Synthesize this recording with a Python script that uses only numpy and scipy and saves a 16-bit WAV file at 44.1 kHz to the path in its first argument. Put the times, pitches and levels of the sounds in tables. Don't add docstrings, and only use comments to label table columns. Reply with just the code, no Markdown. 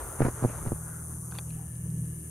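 import sys
import numpy as np
from scipy import signal
from scipy.fft import rfft, irfft, next_fast_len
from scipy.io import wavfile
from scipy.ndimage import map_coordinates

SR = 44100
rng = np.random.default_rng(int(sys.argv[2]) if len(sys.argv) > 2 else 0)


def ratio_of_db(decibels):
    return 10 ** (np.asarray(decibels, float) / 20)


def generate_wav(sig):
    pcm = np.round(np.clip(np.atleast_2d(sig).T, -1, 1) * 32767).astype(np.int16)
    wavfile.write(sys.argv[1], SR, pcm)


N = 101429


def rms_one(x):
    return x / np.sqrt(np.mean(x ** 2) + 1e-20)


def in_time(rows):
    s, *columns = np.transpose(rows)
    return [np.interp(np.arange(N) / SR, s, column) for column in columns]


def at_hz(points, hz):
    points = np.array(points)
    return np.interp(np.log(hz), np.log(points[:, 0]), points[:, 1])


def balance(left_over_right_db):
    return ratio_of_db([[left_over_right_db / 2], [-left_over_right_db / 2]])


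def drift(rate):
    r = np.exp(-80 * np.pi * rate / SR)
    noise = rng.standard_normal(N // 40 + 2002)
    slow = signal.lfilter([1], [1, -2 * r, r * r], noise)[2000:]
    return np.interp(np.arange(N) / 40, np.arange(len(slow)), rms_one(slow))


def ring(x, hz, t60):
    r = ratio_of_db(-60 / (t60 * SR))
    w = 2 * np.pi * hz / SR
    return signal.lfilter([0, np.sin(w)], [1, -2 * r * np.cos(w), r * r], x + 1e-18)


def resonate(x, peaks):
    out = 0
    for k, (hz, width, db) in enumerate(peaks):
        r = np.exp(-np.pi * 1.5 * width / SR)
        turn = 2 * np.pi * hz / SR
        sos = [(1 - r * r) / 2, 0, (r * r - 1) / 2, 1, -2 * r * np.cos(turn), r * r]
        out = out + (-1) ** k * ratio_of_db(db) * signal.sosfilt([sos, sos], x)
    return out


def coloured(spectrum, patchy_db, low_hz, high_hz):
    # (frequency [Hz], likeness [0..1])
    likeness = [(60, 1), (250, 0.96), (800, 0.97), (2500, 0.49), (5000, 0.07), (9000, 0.58), (12500, 0.55),
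                (15000, 0.68)]
    size = next_fast_len(N)
    f = np.maximum(np.fft.rfftfreq(size, 1 / SR), 1)
    alike = np.clip(at_hz(likeness, f), -.99, .99)
    mid, side = rfft(rng.standard_normal((2, size)))
    pair = np.sqrt(1 + alike) * mid + np.sqrt(1 - alike) * side * [[1], [-1]]
    pair = pair * ratio_of_db(at_hz(spectrum, f))
    pair = pair / (1 + (low_hz / f) ** 8) / (1 + (f / high_hz) ** 8)
    octave = np.log2(f / 25)
    shared = drift(6)
    out = 0
    for k in range(11):
        band = irfft(pair * np.clip(1 - abs(octave - k), 0, 1), size)[:, :N]
        out = out + band * ratio_of_db(patchy_db * (shared + drift(13.7)))
    return rms_one(out)


def delayed(x, ms):
    return map_coordinates(x, [np.arange(N) - ms * SR / 1000], order=3, mode="mirror")


def singer(rate, weak_db, peaks, pan_db):
    jitter_s, spread_db = .0001, .8
    ragged, tail_s = .2, .0004
    turns = np.cumsum(rate * np.ones(N)) / SR
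    at = np.flatnonzero(np.diff(turns.astype(int)))
    jitter = (jitter_s * SR * rng.standard_normal(len(at))).astype(int)
    at = np.clip(at + jitter, 0, N - 1)
    every_other = np.arange(len(at)) % 2
    buckles = np.zeros(N)
    buckles[at] = ratio_of_db(spread_db * rng.standard_normal(len(at)) + weak_db * every_other)
    tail = signal.lfilter([ragged], [1, -np.exp(-1 / (tail_s * SR))], buckles)
    tail = tail * rng.standard_normal((2, N))
    mid, side = resonate(tail + buckles * [[2], [0]], peaks)
    return rms_one(mid + 1.53 * side * [[1], [-1]]) * balance(pan_db)


def cicadas():
    # (time [s], rate [pulses per s])
    near_rate = [(.15, 159.9), (.8, 157.9), (1.4, 158.8), (1.8, 159.8), (2.3, 159.2)]
    # (time [s], level [dB], far chorus against it [dB])
    insects = [(0, -46, 4.5), (.15, -45, 4), (.4, -44, -0.5), (.62, -43.5, 0), (1.4, -46, 1.5),
               (1.72, -47, -1.5), (2.3, -46.5, 1)]
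    # (frequency [Hz], width [Hz], level [dB])
    tymbal = [(9240, 490, 3.5), (9730, 830, -7), (10970, 1330, -9), (9200, 900, -12), (13000, 700, -19.5)]
    # (frequency [Hz], width [Hz], level [dB])
    low_tymbal = [(6508, 440, 3), (7720, 520, 1), (6203, 345, -1.5), (8060, 340, -1)]
    # (frequency [Hz], level [dB])
    chorus = [(7000, -30), (8000, -18.5), (8600, -12), (9350, -10), (11700, -13.5), (13100, -23),
              (13600, -31), (15000, -25.5), (16000, -32)]
    # (time [s], level [dB], left over right [dB])
    low_kind = [(0, -56.5, 6), (.4, -53, 1.5), (.9, -57, 2.5), (1.4, -56, 0), (1.7, -63, 9),
                (2.3, -63.5, 14)]
    # (time [s], delay [ms], share of the direct sound)
    hand_echo = [
        (0, .336, .35),
        (.12, .31, .4),
        (.26, .293, .3),
        (.45, .29, 0),
    ]
    second_rate, weak_db = 310.8, -4

    near = ratio_of_db(-3) * singer(in_time(near_rate)[0], 0, tymbal, pan_db=4.0)
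    second = ratio_of_db(-11) * singer(second_rate, weak_db, tymbal, pan_db=2.5)
    far = ratio_of_db(-3.5) * coloured(chorus, .05, 5200, 17600) * balance(2.5)
    level_db, far_db = in_time(insects)
    high = ratio_of_db(level_db) * (near + second + ratio_of_db(far_db) * far)

    ms, share = in_time(hand_echo)
    echo = [delayed(channel, ms) for channel in high]
    high = (high + share * echo) / np.sqrt(1 + share ** 2)

    mid, side = resonate(rng.standard_normal((2, N)), low_tymbal)
    low = rms_one(mid + 0.63 * side * [[1], [-1]])
    low = low + 0.83 * singer(second_rate, weak_db, low_tymbal, pan_db=0)
    low[1] = delayed(low[1], .17)
    low_db, pan_db = in_time(low_kind)
    return high + ratio_of_db(low_db + pan_db * [[.5], [-.5]]) * low


def knocks():
    # (time [s], peak [dB], contact [ms])
    hits = [(0.2057, -8, 1.2), (0.2134, -15.5, 4.1), (0.2193, -8.5, 1.08), (0.2283, -15.5, 3.1),
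            (.248, -20, 0.46), (.2522, -13.5, 1.6), (0.2559, -19, 1.3), (0.2608, -19, 2.3),
            (.268, -21, 2.6), (0.2847, -14, 1.54), (0.4256, -18, 2.0), (0.4406, -13.5, 0.89),
            (.4487, -7.5, 1.27), (.457, -14, 1.5), (.62, -32, 3.2), (0.63, -29, 4.8), (0.6538, -26.5, 1.4),
            (.662, -25, 2.7), (0.6632, -22.5, .8), (.671, -21, 3), (.679, -22.5, 5.3), (0.7199, -14, 1.26),
            (0.7289, -19, 2.34)]
    # (frequency [Hz], level [dB], t60 [s])
    body = [
        (115.3, -8, 0.064),
        (239, -16.5, 0.03),
        (44.7, -42, 0.11),
    ]
    t = np.arange(N) / SR
    push = np.zeros(N)
    for s, db, ms in hits:
        u = np.clip((t - s) / (ms * 0.00024) + 2, 0, 60)
        push -= ratio_of_db(db) * u ** 2 * np.exp(2 - u) / 4
    rung = sum(ratio_of_db(db) * 2 * np.pi * hz / SR * ring(push, hz, t60) for hz, db, t60 in body)
    push = signal.lfilter(*signal.butter(4, 1600, fs=SR), push)
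    mid = signal.lfilter(*signal.butter(1, 60, "high", fs=SR), push) - rung
    edge = signal.lfilter(*signal.butter(1, [400, 1200], "band", fs=SR), mid)
    return mid + 0.2 * edge * [[-1], [1]]


def swell(s, length, db):
    part = np.clip((np.arange(N) / SR - s) / length, 0, 1)
    return ratio_of_db(db) * np.sin(np.pi * part) ** 1.3


def hands():
    # (time [s], level [dB])
    rub_level = [(0, -42), (.12, -47), (.18, -50.5), (.37, -47.5), (.55, -47.5), (.79, -52.5), (.95, -55.5),
                 (1.12, -55), (1.24, -60.5), (1.36, -53), (1.45, -57.5), (1.68, -65.5), (2.3, -68.5)]
    # (frequency [Hz], level [dB])
    rub_colour = [(25, -8), (55, 12.5), (217, -15), (377, -1.5), (663, -5), (1340, -5), (2420, -24.5),
                  (5000, -33.5)]
    # (time [s], length [s], level [dB])
    scuff_rows = [
        (0.177, .14, -29.5),
        (0.405, 0.073, -34.5),
        (0.484, 0.024, -35),
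        (0.612, 0.031, -43),
        (0.64, 0.055, -36),
        (0.528, 0.091, -50.5),
    ]
    # (frequency [Hz], level [dB])
    scuff_colour = [(60, 5.5), (236, -8), (1560, -20), (2160, -26), (3300, -42.5), (6000, -39)]
    # (time [s], length [s], level [dB], centre
    # [Hz])
    slide_rows = [(0.76, 0.33, -53.5, 1420), (0.449, 0.1, -57, 2370), (1.2, 0.13, -57, 1160),
                  (1.32, 0.094, -62, 3600), (1.33, 0.076, -60, 2600), (1.443, 0.16, -66, 2670),
                  (.605, .03, -48, 1200), (0.43, 0.35, -39.5, 57), (2.1, 0.36, -57.5, 340),
                  (0.37, .08, -54, 1460), (1.55, .12, -57.5, 740)]

    rub = ratio_of_db(in_time(rub_level)[0] + 3.5) * coloured(rub_colour, 1.3, 45, 9800)

    mid, side = rng.standard_normal((2, N))
    side = signal.lfilter(*signal.butter(1, 300, "high", fs=SR), side)
    cloth = mid + 0.71 * side * [[1], [-1]]
    slides = 0
    for s, length, db, hz in slide_rows:
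        slides = slides + swell(s, length, db) * rms_one(resonate(cloth, [(hz, 0.19 * hz, 0)]))

    grain_db, grains_per_s = 3, 90
    scuffs = sum(swell(*row) for row in scuff_rows) * coloured(scuff_colour, 1.74, 76, 8100)
    return rub + slides + scuffs * ratio_of_db(grain_db * drift(grains_per_s))


def through_body(x):
    # (frequency [Hz], phase [radians])
    port_lag = [(50, .1), (300, .7), (700, .8), (1700, .2)]
    size = 2 ** 17
    lag = at_hz(port_lag, np.maximum(np.fft.rfftfreq(size, 1 / SR), 1))
    return irfft(rfft(x, size) * np.exp(.5j * lag * [[1], [-1]]))[:, :N]


def place(out, s, hit, gain):
    start = int(s * SR)
    out[:, start:start + len(hit)] += gain * hit / abs(hit).max()


def dial_clicks():
    # (time [s], peak [dB], ring [Hz], crack [dB])
    snaps = [(1.1345, -46, 1700, 0), (1.3118, -45, 4600, 7), (1.3212, -35, 1100, 4),
             (1.3235, -35, 1500, -9), (1.3495, -42, 4600, 6), (1.3515, -39, 1150, -9),
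             (1.3858, -27, 3400, 4), (1.3862, -33, 4500, 0), (1.3875, -34, 2500, -3),
             (1.3895, -34, 1050, -9), (1.5045, -50, 4200, 0), (1.506, -49, 2500, -6),
             (1.5555, -51, 1900, 0), (1.5955, -44, 1000, -15)]
    # (frequency [Hz], level [dB])
    shell = [(1000, -8), (1600, 3), (2500, 0), (3500, -3.5)]
    out = np.zeros((2, N))
    t = np.arange(1500) / SR
    for s, db, hz, crack_db in snaps:
        crack = rng.standard_normal(len(t)) * np.exp(-t / .0014)
        dull_crack = signal.lfilter(*signal.butter(1, 9000, fs=SR), crack)
        hit = ratio_of_db(4 + crack_db) * dull_crack + 0.45 * ring(crack, hz, .01)
        hit = hit + sum(0.083 * ratio_of_db(g) * ring(crack, f, 0.0093) for f, g in shell)
        place(out, s, hit, ratio_of_db(db))
    return out


def gear_ticks():
    # (time [s], peak [dB], share of the lower notes [dB])
    touches = [
        (1.6957, -52, -8),
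        (1.7545, -44, -1),
        (1.9033, -45, 3),
        (1.981, -45, -8),
        (2.0555, -43, -2),
        (2.2065, -48, 4),
        (2.245, -50, -10),
    ]
    # (frequency [Hz], level [dB])
    gear = [(7600, 0), (7100, -4), (6200, -6), (5200, -9), (4000, -18), (2700, -22)]
    out = np.zeros((2, N))
    t = np.arange(1500) / SR
    for s, db, low_db in touches:
        touch = np.exp(-t / .00002) + .1 * rng.standard_normal(len(t)) * np.exp(-t / .001)
        hit = sum(ratio_of_db(g + low_db * (hz < 6000)) * ring(touch, hz, .012) for hz, g in gear)
        place(out, s, hit, ratio_of_db(db) * balance(-3))
    return out


def motors():
    # (time [s], slow motor level [dB], fast motor level [dB])
    hum = [(0, -55, -57.5), (.45, -43, -49.5), (.7, -44, -40.5), (.95, -47, -43), (1.298, -41.5, -45.5),
           (1.5, -44, -40.5), (1.75, -43, -46.5), (1.872, -37.5, -38), (2.02, -36, -37), (2.18, -45, -43),
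           (2.3, -51.5, -45)]
    # (multiple of its speed, level [dB], share by which it outgrows the motor)
    slow_orders = [(2, 1, 0.0), (3, -10, 0.94), (4, -23.5, 0.31), (5, -33, 0.98)]
    fast_orders = [(1, -4, -0.81), (2, -0.5, 0.34), (4, -24, 0.054)]
    # (frequency [Hz], width [Hz], level [dB])
    whine_lines = [(1734, 130, -67), (2206, 160, -75.5), (2840, 330, -72.5)]
    # (frequency [Hz], level [dB])
    rumble_colour = [(30, 2), (70, 0), (140, -17), (220, -10), (450, -12), (700, -33)]
    slow_db, fast_db = in_time(hum)
    out = 0
    for hz, orders, level in ((60.16, slow_orders, slow_db), (79.5, fast_orders, fast_db)):
        phase = 2 * np.pi * np.cumsum(hz * (1 + 0.0017 * drift(3.3))) / SR
        for k, db, grows in orders:
            waver_db = 1.2 * drift(4.1) * (k != 2) + 1.6 * drift(21.0)
            gain = ratio_of_db(level + db + grows * (level + 42.5) + waver_db)
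            out = out + np.sqrt(2) * gain * np.sin(round(k) * phase + rng.uniform(0, 2 * np.pi))

    rumble = ratio_of_db(fast_db - 15 + 0.1 * (fast_db + 48)) * coloured(rumble_colour, 0.27, 34, 750)

    whine = 0
    for hz, width, db in whine_lines:
        whine = whine + ratio_of_db(db) * rms_one(resonate(rng.standard_normal((2, N)), [(hz, width, 0)]))
    whine_from_s = 1.38
    fade_in = np.clip((np.arange(N) / SR - whine_from_s) / 0.17, 0, 1)
    return out + rumble + whine * fade_in


def still_air():
    # (frequency [Hz], level [dB])
    air = [(25, -2), (50, 4), (130, 2), (300, -3), (668, -20.5), (1300, -40), (3340, -37), (5500, -29)]
    return ratio_of_db(-52) * coloured(air, 0.73, 17, 5400)


def scene():
    handling = through_body(knocks() + hands())
    return cicadas() + handling + dial_clicks() + gear_ticks() + motors() + still_air()


def top_cut(x):
    return signal.sosfilt(signal.butter(12, 16270, fs=SR, output="sos"), x)


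def record(dry):
    low_pass = signal.ellip(12, .5, 50, 15750, fs=SR, output="sos")
    mix = signal.sosfilt(low_pass, dry)
    return top_cut(mix)


dry = scene()
out = record(dry)
generate_wav(out)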